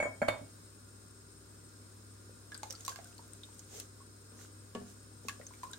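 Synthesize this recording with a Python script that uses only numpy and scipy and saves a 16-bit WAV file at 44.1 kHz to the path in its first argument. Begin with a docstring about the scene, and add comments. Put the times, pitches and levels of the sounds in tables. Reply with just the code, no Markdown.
"""A wooden spoon stirs watery stew in a tall steel pot: ringing air pockets plop, tiny bubbles crack and tick,
flowing noise and minute grains make the swish, and damped modes ring as the spoon bumps the wall.
Before the stirring, a steel lid clanks down on the hob nearby: bursts of rattle with ringing metal modes.
Throughout, the gas burner rushes as coloured noise and a fridge hums in unsteady tones in the small kitchen,
over the microphones' own faint, peaked hiss."""
import sys
import numpy as np
from scipy import signal
from scipy.fft import rfft, irfft, next_fast_len
from scipy.io import wavfile
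from scipy.ndimage import map_coordinates

SR = 44100
rng = np.random.default_rng(int(sys.argv[2]) if len(sys.argv) > 2 else 0)


def digitize_waveform(pressure):
    """Quantize a signal to 16-bit integers and store it at the path in sys.argv[1].

    Rows of a 2-D input are taken as channels; values are limited to [-1, 1].
    """
    field = np.atleast_2d(pressure).T
    bounded = np.clip(field, -1, 1)
    quanta = np.round(bounded * 32767).astype(np.int16)
    wavfile.write(sys.argv[1], SR, quanta)


N = 255118  # length in samples
T = np.arange(SR // 2) / SR  # clock of one short sound, in seconds

# Burner and kitchen air, tone colour. Each row: frequency in Hz, relative level in dB.
AIR_COLOUR = [(25, -27), (45, -22), (75, -1), (130, 0), (250, -0.5), (400, -2), (750, -11.5), (1400, -9),
              (2100, -16), (3000, -21.5), (3700, -15.5), (4800, -17.5), (7000, -19), (9300, -13),
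              (10300, -23), (16000, -18.5)]
# Narrow peaks in the microphones' own faint hiss. Each row: centre in Hz, width in Hz, relative level in dB.
HISS_PEAKS = [(1409, 63, -4), (5274, 300, -8.5), (6740, 170, -12.5), (8230, 102, -3), (9144, 284, -5.5),
              (12270, 250, -13.5)]
# Fridge motor and mains tones. Each row: frequency in Hz, typical rms level in dB.
FRIDGE_TONES = [(61.5, -70), (100, -59), (246, -69.5), (307.5, -72.5), (399, -77)]
# How alike left and right are in noise. Each row: frequency in Hz, likeness from -1 to 1.
STEREO_LIKENESS = [(60, 0.99), (150, 0.69), (380, 0.46), (950, -0.04), (2380, 0.0048), (5980, -0.019),
                   (15000, 0.01)]

# A steel lid set down on the hob's grate. Each row: start in seconds, clatter level in dB,
# lid ring level in dB, contact brightness in Hz.
LID_CLANKS = [(0.001, -30.5, -35.5, 2720), (0.026, -28, -35.5, 2160), (0.055, -33, -52, 1960),
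              (0.067, -32.5, -74, 800), (0.2168, -27.5, -41.5, 2270), (0.2220, -26.5, -43, 2190),
              (0.2812, -36, -53, 4500), (0.284, -23.5, -49, 4070), (0.297, -41, -52, 3000),
              (0.342, -39, -65, 960), (0.414, -32, -82, 397)]
# Tone colour of the rattle. Each row: frequency in Hz, relative level in dB.
CLATTER_COLOUR = [(40, -52), (80, -43), (110, -11), (280, -9), (420, -11), (620, 5.5), (900, -7.5),
                  (1600, -6), (2300, -8.5), (3200, -17.5), (5500, -23), (9000, -16.5), (16000, -23)]
# Thud of the wooden worktop. Each row: mode in Hz, relative level in dB, t60 in seconds.
WORKTOP_MODES = [(109.3, -24, 0.63), (236, -15.5, 0.14), (269, -16.5, 0.18), (591, -1.5, 0.075),
                 (645, -0.5, 0.055), (766, -12, 0.064), (855, -19.5, 0.17), (1009, -20, 0.32),
                 (1406, -21, 0.18), (1604, -5.5, 0.07)]
# Ring of the lid. Each row: mode in Hz, relative level in dB, t60 in seconds.
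LID_MODES = [(2223, 8.5, 0.21), (2110, -8, 0.054), (3210, -23.5, 0.71), (6900, -18, 0.4), (8200, -17, 0.15)]
# Ring of the grate. Each row: mode in Hz, relative level in dB, t60 in seconds.
GRATE_MODES = [(3616, -4.5, 0.27), (4420, 5, 0.098), (4448, 0, 0.083), (7290, -3, 0.18), (8270, 0, 0.073),
               (11040, 5, 0.077)]
GRATE_DB = -17  # the grate's ring against the clatter
# Echo of the kitchen. Each row: frequency in Hz, t60 in seconds.
KITCHEN_DECAY = [(150, 0.29), (700, 0.35), (3000, 0.28), (12000, 0.23)]

# How hard the stew is churned: brisk turns, slow ones, then brisk again.
# Each row: time in seconds, strength in dB.
CHURN_STRENGTH = [(2.3, -29), (2.55, -7), (2.82, 4), (3.03, 0), (3.2, -7), (3.6, -3), (3.95, -20),
                  (5.15, -20), (5.45, -5), (5.78, 0)]
# Large air pockets closing behind the spoon. Each row: start in seconds, ring level in dB,
# starting pitch in Hz, t60 in seconds, snap level in dB.
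AIR_POCKETS = [(2.294, -47.5, 500, 0.03, -63), (2.5197, -43.5, 1643, 0.081, -37.5),
               (2.55, -44, 1520, 0.041, -38), (2.632, -29.5, 845, 0.021, -29.5),
               (2.701, -49, 515, 0.057, -50), (2.88, -29.5, 1057, 0.03, -24),
               (2.9596, -45, 1580, 0.016, -33), (2.9885, -37.5, 694, 0.026, -44),
               (3.748, -48, 408, 0.069, -62), (5.2843, -38, 1108, 0.049, -27),
               (5.294, -32.5, 1690, 0.019, -29), (5.399, -38, 518, 0.023, -60),
               (5.413, -48.5, 1920, .025, -45), (5.537, -52.5, 2270, 0.036, -43.5),
               (5.6328, -35.5, 987, 0.087, -35), (5.7344, -46.5, 1564, .067, -42)]
SNAP_HZ, SNAP_REF_DB, SNAP_DB_PER_OCTAVE = 3500, -31, 8.5  # a harder snap is brighter
# Standing waves in the air above the stew. Each row: centre in Hz, width in Hz, level in dB.
POT_AIR_MODES = [(704, 3.7, 5), (1108, 37, 2.5), (1470, 13, -9), (1662, 14, 6), (2117, 27, 10.5)]
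# Echo of the air in the pot. Each row: frequency in Hz, t60 in seconds.
HOLLOW_DECAY = [(300, 0.17), (1000, 0.14), (2500, 0.072), (6000, 0.04), (14000, 0.02)]

# The spoon's blade sweeping through the surface. Each row: middle in seconds, level in dB,
# half length in seconds.
BLADE_SWEEPS = [(2.903, -57, 0.028), (3.774, -52, 0.06), (4.421, -58.5, 0.049), (4.897, -63, .046),
                (5.278, -65, .035)]
# Tone colour of the stew's wash. Each row: frequency in Hz, relative level in dB.
WASH_COLOUR = [(200, -34), (400, 3), (700, 0), (1000, -10), (1500, -7), (2400, -6), (3700, -6),
               (5000, -7.5), (6300, -0.5), (9000, -9.5), (12000, -9), (16000, -9)]
CHURN_WASH_DB = -64.5  # flow level at a churn of 0 dB

# Loud small bubbles bursting. Each row: start in seconds, relative level in dB, starting pitch in Hz,
# crack level against the ring in dB.
SMALL_BUBBLES = [(2.5448, -37, 4640, -2), (2.577, -34.5, 8270, -8), (2.7012, -36.5, 6050, -21),
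                 (2.7067, -30.5, 5600, 2), (2.7252, -41.5, 5700, 7), (2.7516, -39, 4640, -12),
                 (2.8072, -40.5, 6660, -2), (2.85, -36.5, 5650, 7), (2.863, -36.5, 5850, 2),
                 (2.8937, -41, 4670, 11), (3.181, -45, 4370, 1), (3.3336, -35, 8500, -6),
                 (3.4342, -38.5, 3630, -4), (3.5932, -42.5, 6700, 3), (3.7997, -38.5, 5650, 9),
                 (5.2845, -32, 2560, 4), (5.467, -35, 6200, -9), (5.7135, -37.5, 8150, -8),
                 (5.733, -38, 3800, 3)]
CRACK_OVER_RING = 1.38  # a tiny bubble's crack lies higher than its ring

# The faint bubbles that churning leaves: typical level and pitch, and their scatter either way.
FAINT_TICK_DB, FAINT_TICK_HZ, FAINT_CRACK_DB = -47, 11050, 1
FAINT_PLOP_DB, FAINT_PLOP_HZ, FAINT_PLOP_T60_S, FAINT_SNAP_DB = -52, 1189, 0.045, -56
SCATTER_DB, SCATTER_OCTAVES = 6.5, 0.41

# The spoon bumping the pot. Each row: start in seconds, level in dB, contact brightness in Hz.
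SPOON_BUMPS = [(4.32, -52.5, 700), (4.7497, -38.5, 3400), (4.759, -37, 605), (4.816, -45.5, 400),
               (5.250, -44, 450)]
# Ring of the filled pot. Each row: mode in Hz, relative level in dB, t60 in seconds.
POT_MODES = [(197.7, -12, 0.48), (240, -2, 0.18), (408, -10, 0.25), (443, -3.5, 0.099), (480, -0.5, 0.069),
             (626, -6.5, 0.11), (717, -13.5, 0.27), (913, -11.5, 0.19), (1125, -3, 0.11), (1400, -17, 0.14),
             (1717, -10, 0.12), (2900, 3, 0.024), (2950, -3, 0.024)]

# Colour of the two microphone ports. Each row: frequency in Hz, left gain in dB, right gain in dB.
PORT_COLOUR = [(430, 0.5, 0.5), (686, -1, -1.5), (1400, -1, 1), (2300, -2, -1), (4930, 2.5, 0.5),
               (5550, -1, 3), (7220, 2, 7), (7610, 0, 5.5), (8380, 9, -15.5), (8730, 3, -18), (9740, 0, -6),
               (10400, 0, -7), (11500, 0.5, -5), (14100, -5.5, -6.5)]
TOP_HZ = 16000  # nothing is kept from here up


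def amp(db):
    """Decibels to gain."""
    return 10 ** (np.asarray(db) / 20)


def unit(x):
    """Bring x to rms 1."""
    return x / np.sqrt(np.mean(x ** 2) + 1e-20)


def along(points, hz):
    """Read (Hz, value) points at hz, on a log frequency axis."""
    f, value = np.transpose(points)
    return np.interp(np.log(hz + 1), np.log(f + 1), value)


def filtered(x, response):
    """Shape the spectrum of x by a response of frequency."""
    n = x.shape[-1]
    padded = next_fast_len(n + 8192)
    spectrum = rfft(x, padded) * response(np.fft.rfftfreq(padded, 1 / SR))
    return irfft(spectrum, padded)[..., :n]


def wobble(rate):
    """A smooth random curve with rate knots a second."""
    knots = rng.standard_normal(int(N * rate / SR) + 4)
    return map_coordinates(knots, [np.arange(N) * rate / SR])


def panned(lean_db):
    """Left and right gains; a positive lean favours the left."""
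    return amp(np.array([[1], [-1]]) * lean_db / 2)


def noise(gain, size):
    """Coloured stereo noise of rms 1, near mono in the bass."""
    def mid_side_gains(hz):
        turn = np.arccos(np.clip(along(STEREO_LIKENESS, hz), -1, 1)) / 2
        return gain(hz) * np.array([np.cos(turn), np.sin(turn)])

    mid, side = filtered(rng.standard_normal((2, size)), mid_side_gains)
    return unit(np.array([mid + side, mid - side]))


def add(track, s, sound):
    """Mix a sound into the track at time s."""
    start = max(round(s * SR), 0)
    track[:, start:start + sound.shape[-1]] += sound[:, :max(N - start, 0)]


def ring(modes, contact, spread_hz):
    """Modes struck through a contact; high ones reach the two microphones out of step."""
    hz, db, t60 = np.transpose(modes)[:, :, None]
    phase = rng.standard_normal((2, len(modes), 1)) * np.minimum(hz / spread_hz, 2)
    level = amp(db + rng.standard_normal(hz.shape)) * contact(hz)
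    partials = level * amp(-60 * T / t60) * np.sin(2 * np.pi * hz * T + phase)
    return np.sum(partials, axis=1) * (1 - np.exp(-T / 0.00067))


def echo(x, decay, delay):
    """A fresh diffuse tail for a short sound, each frequency dying at its own speed."""
    hz, t, cells = signal.stft(rng.standard_normal((2, len(T))), SR, nperseg=256)
    fading = cells * amp(-60 * t / along(decay, hz)[:, None])
    tail = signal.istft(fading, SR, nperseg=256)[1][:, :len(T)] * (T > delay)
    return signal.fftconvolve(x, tail / np.linalg.norm(tail[0]), axes=1)[:, :len(T)]


def ripple(hz, spacing_hz, depth_db):
    """Reflections from hob and walls comb a steady sound with fixed, randomly placed peaks and dips."""
    knots = rng.standard_normal(1024)
    curve = map_coordinates(knots, [hz / spacing_hz], mode="mirror")
    return amp(depth_db * curve * hz / (hz + 500))  # shallower in the bass


def burner():
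    """The flame's steady rush, with the kitchen air, as coloured noise that wavers slightly."""
    def gain(hz):
        return amp(along(AIR_COLOUR, hz)) * ripple(hz, spacing_hz=44.03, depth_db=3.0)

    return noise(gain, N) * amp(-58.5 + 0.44 * wobble(5.02))


def microphone_hiss():
    """The microphones' thin, peaked hiss: noise gathered into narrow bands."""
    def gain(hz):
        power = sum(amp(db) ** 2 / (1 + (2 * (hz - c) / w) ** 2) ** 2.6 for c, w, db in HISS_PEAKS)
        return np.sqrt(power)

    return amp(-65) * noise(gain, N)


def fridge():
    """Motor and mains tones, slightly unsteady in level and timing."""
    t = np.arange(N) / SR
    hum = np.zeros(N)
    for hz, db in FRIDGE_TONES:
        level = amp(db + 1.1 * wobble(3.68))
        hum += level * np.sin(2 * np.pi * hz * (t + 0.00038 * wobble(2.93)))
    return np.sqrt(2) * hum * panned(lean_db=1.5)  # root 2 takes rms to peak


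def beating(hz):
    """A lid is never quite round: its modes come in close pairs that beat."""
    return np.cos(np.pi * hz * T)


def kitchenware():
    """Contacts rattle, thud through the wooden worktop and ring lid and grate; soft ones barely wake treble or
    grate."""
    out = np.zeros((2, N))
    for s, clatter_db, lid_db, edge_hz in LID_CLANKS:
        treble_floor = amp(-17.0) * min(edge_hz / 2800, 1.7) ** 2
        contact = lambda hz: 1 / (1 + (hz / edge_hz) ** 10) + treble_floor
        rattle = filtered(noise(lambda hz: amp(along(CLATTER_COLOUR, hz)), len(T)), contact)
        rattle *= amp(-60 * T / 0.068) * (1 - np.exp(-T / 0.00033))
        thud = amp(-3) * ring(WORKTOP_MODES, contact, spread_hz=1650)
        lid = amp(lid_db) * ring(LID_MODES, np.ones_like, spread_hz=2750) * beating(hz=5.4)
        grate = amp(GRATE_DB) * ring(GRATE_MODES, contact, spread_hz=6500)
        blow = amp(clatter_db) * (rattle + thud + grate) + lid
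        add(out, s, blow + amp(-9.5) * echo(blow, KITCHEN_DECAY, delay=0.011))
    return out * panned(lean_db=-0.3)


def churn(s):
    """Strength of the churning at times s, as a gain."""
    return amp(np.interp(s, *np.transpose(CHURN_STRENGTH))) * (s > CHURN_STRENGTH[0][0])


def stirred_up(db, hz, count):
    """Rows (s, dB, pitch Hz) of chance bubbles: the harder the churning, the more of them."""
    when, size, pitch = rng.random((count, 3)).T
    now = np.arange(N) / SR
    air = np.cumsum(churn(now))  # air folded in so far
    s = np.interp((np.arange(count) + when) / count, air / air[-1], now)
    level_db = db + SCATTER_DB * (2 * size - 1)
    return zip(s, level_db, hz * 2 ** (SCATTER_OCTAVES * (2 * pitch - 1)))


def bubble(hz, t60, climb, attack, skew):
    """A bubble rings; its pitch climbs by a share per second as it nears the surface."""
    phase = 2 * np.pi * np.cumsum(hz * (1 + climb * np.minimum(T, t60))) / SR
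    tone = np.sin(phase + skew * np.array([[1], [-1]]))  # skew sets left and right out of step
    return tone * amp(-60 * T / t60) * (1 - np.exp(-T / attack))


def snap(hz, t60):
    """A broad burst of noise round hz, as a film of liquid tears."""
    burst = noise(lambda f: 1 / np.sqrt(1 + 0.45 * (f / hz - hz / (f + 1)) ** 2), len(T))
    return burst * amp(5 - 60 * T / t60) * (1 - np.exp(-T / 0.00047))


def in_pot(x, hollow_db, room_db):
    """A sound bounces between steel walls, rings the air in the pot, then escapes into the kitchen."""
    def resonance(f):
        return sum(amp(db) * 1j * f * w / (c * c - f * f + 1j * f * w) for c, w, db in POT_AIR_MODES)

    standing = filtered(x, resonance)
    hollow = amp(hollow_db) * echo(x, HOLLOW_DECAY, delay=0.00079)
    return x + standing + hollow + amp(room_db) * echo(x, KITCHEN_DECAY, delay=0.006)


def plops():
    """The film over an air pocket snaps and the pocket rings."""
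    out = np.zeros((2, N))
    chance = stirred_up(FAINT_PLOP_DB, FAINT_PLOP_HZ, count=9)
    faint = [(s, db, hz, FAINT_PLOP_T60_S, FAINT_SNAP_DB) for s, db, hz in chance]
    for s, db, hz, t60, snap_db in AIR_POCKETS + faint:
        tone = amp(db) * bubble(hz, t60, climb=2.97, attack=0.00034, skew=0.27)
        snap_hz = SNAP_HZ * 2 ** ((snap_db - SNAP_REF_DB) / SNAP_DB_PER_OCTAVE)
        tear = amp(snap_db) * snap(snap_hz, t60=0.0039)
        add(out, s, in_pot(tone, hollow_db=-8, room_db=-8.5) + in_pot(tear, hollow_db=-3, room_db=-5))
    return out * panned(lean_db=0.8)


def swish(count=1500):
    """Stew slides over the spoon: a soft wash with a fizz of minute bubbles, both following the flow."""
    now = np.arange(N) / SR
    sweeps = sum(amp(db) * np.exp(-((now - s) / half) ** 2) for s, db, half in BLADE_SWEEPS)
    flow = amp(CHURN_WASH_DB) * churn(now) + sweeps
    wash = noise(lambda hz: amp(along(WASH_COLOUR, hz)), N)
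    fizz = np.zeros((2, N))
    t = T[:SR // 50]
    for when, pitch, size, lean in rng.random((count, 4)):
        hz = 13000 / 13 ** (pitch ** 2)  # small, high bubbles are the most common
        grain = size ** 6 * hz ** 0.29 * np.sin(2 * np.pi * hz * t) * amp(-60 * t * hz / 22)
        add(fizz, when * N / SR, grain * panned(10 * (lean - 0.5)))
    return flow * (amp(1.5) * wash + amp(-10) * unit(fizz))


def ticks():
    """Tiny bubbles burst all over the surface: a sharp crack and a short ring."""
    out = np.zeros((2, N))
    chance = stirred_up(FAINT_TICK_DB, FAINT_TICK_HZ, count=20)
    faint = [(s, db, hz, FAINT_CRACK_DB) for s, db, hz in chance]
    for s, db, hz, crack_db in SMALL_BUBBLES + faint:
        tone = bubble(hz, 40 / hz, climb=8.8, attack=0.00019, skew=0.74)
        pop = tone + amp(crack_db) * snap(CRACK_OVER_RING * hz, t60=0.0034)
        place = panned(lean_db=1.0 + 2.3 * rng.standard_normal())
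        level = amp(db + 1)  # 1 dB is the overall level of the ticks
        add(out, s, level * place * in_pot(pop, hollow_db=-0.5, room_db=-12.5))
    return out


def spoon():
    """Wood bumps the pot with a crack of noise and wakes its ring, which the stew damps."""
    out = np.zeros((2, N))
    for s, db, edge_hz in SPOON_BUMPS:
        contact = lambda hz: 1 / (1 + (hz / edge_hz) ** 4)
        crack = noise(lambda hz: hz / (hz + 300) / (1 + (hz / edge_hz) ** 2), len(T))
        crack *= amp(-7.5 - 60 * T / 0.062)
        blow = amp(db) * (ring(POT_MODES, contact, spread_hz=1100) + crack)
        add(out, s, blow + amp(-8) * echo(blow, KITCHEN_DECAY, delay=0.0085))
    return out * panned(lean_db=1.0)


def scene():
    """Everything heard from just above the pot, with the microphones' hiss."""
    background = burner() + microphone_hiss() + fridge()
    return background + kitchenware() + plops() + swish() + ticks() + spoon()


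def record(dry):
    """Each microphone port colours the sound its own way, and the top of the band is cut off."""
    f, *ports = np.transpose(PORT_COLOUR)
    return filtered(dry, lambda hz: amp([np.interp(hz, f, db) for db in ports]) * (hz < TOP_HZ))


dry = scene()
out = record(dry)
digitize_waveform(out)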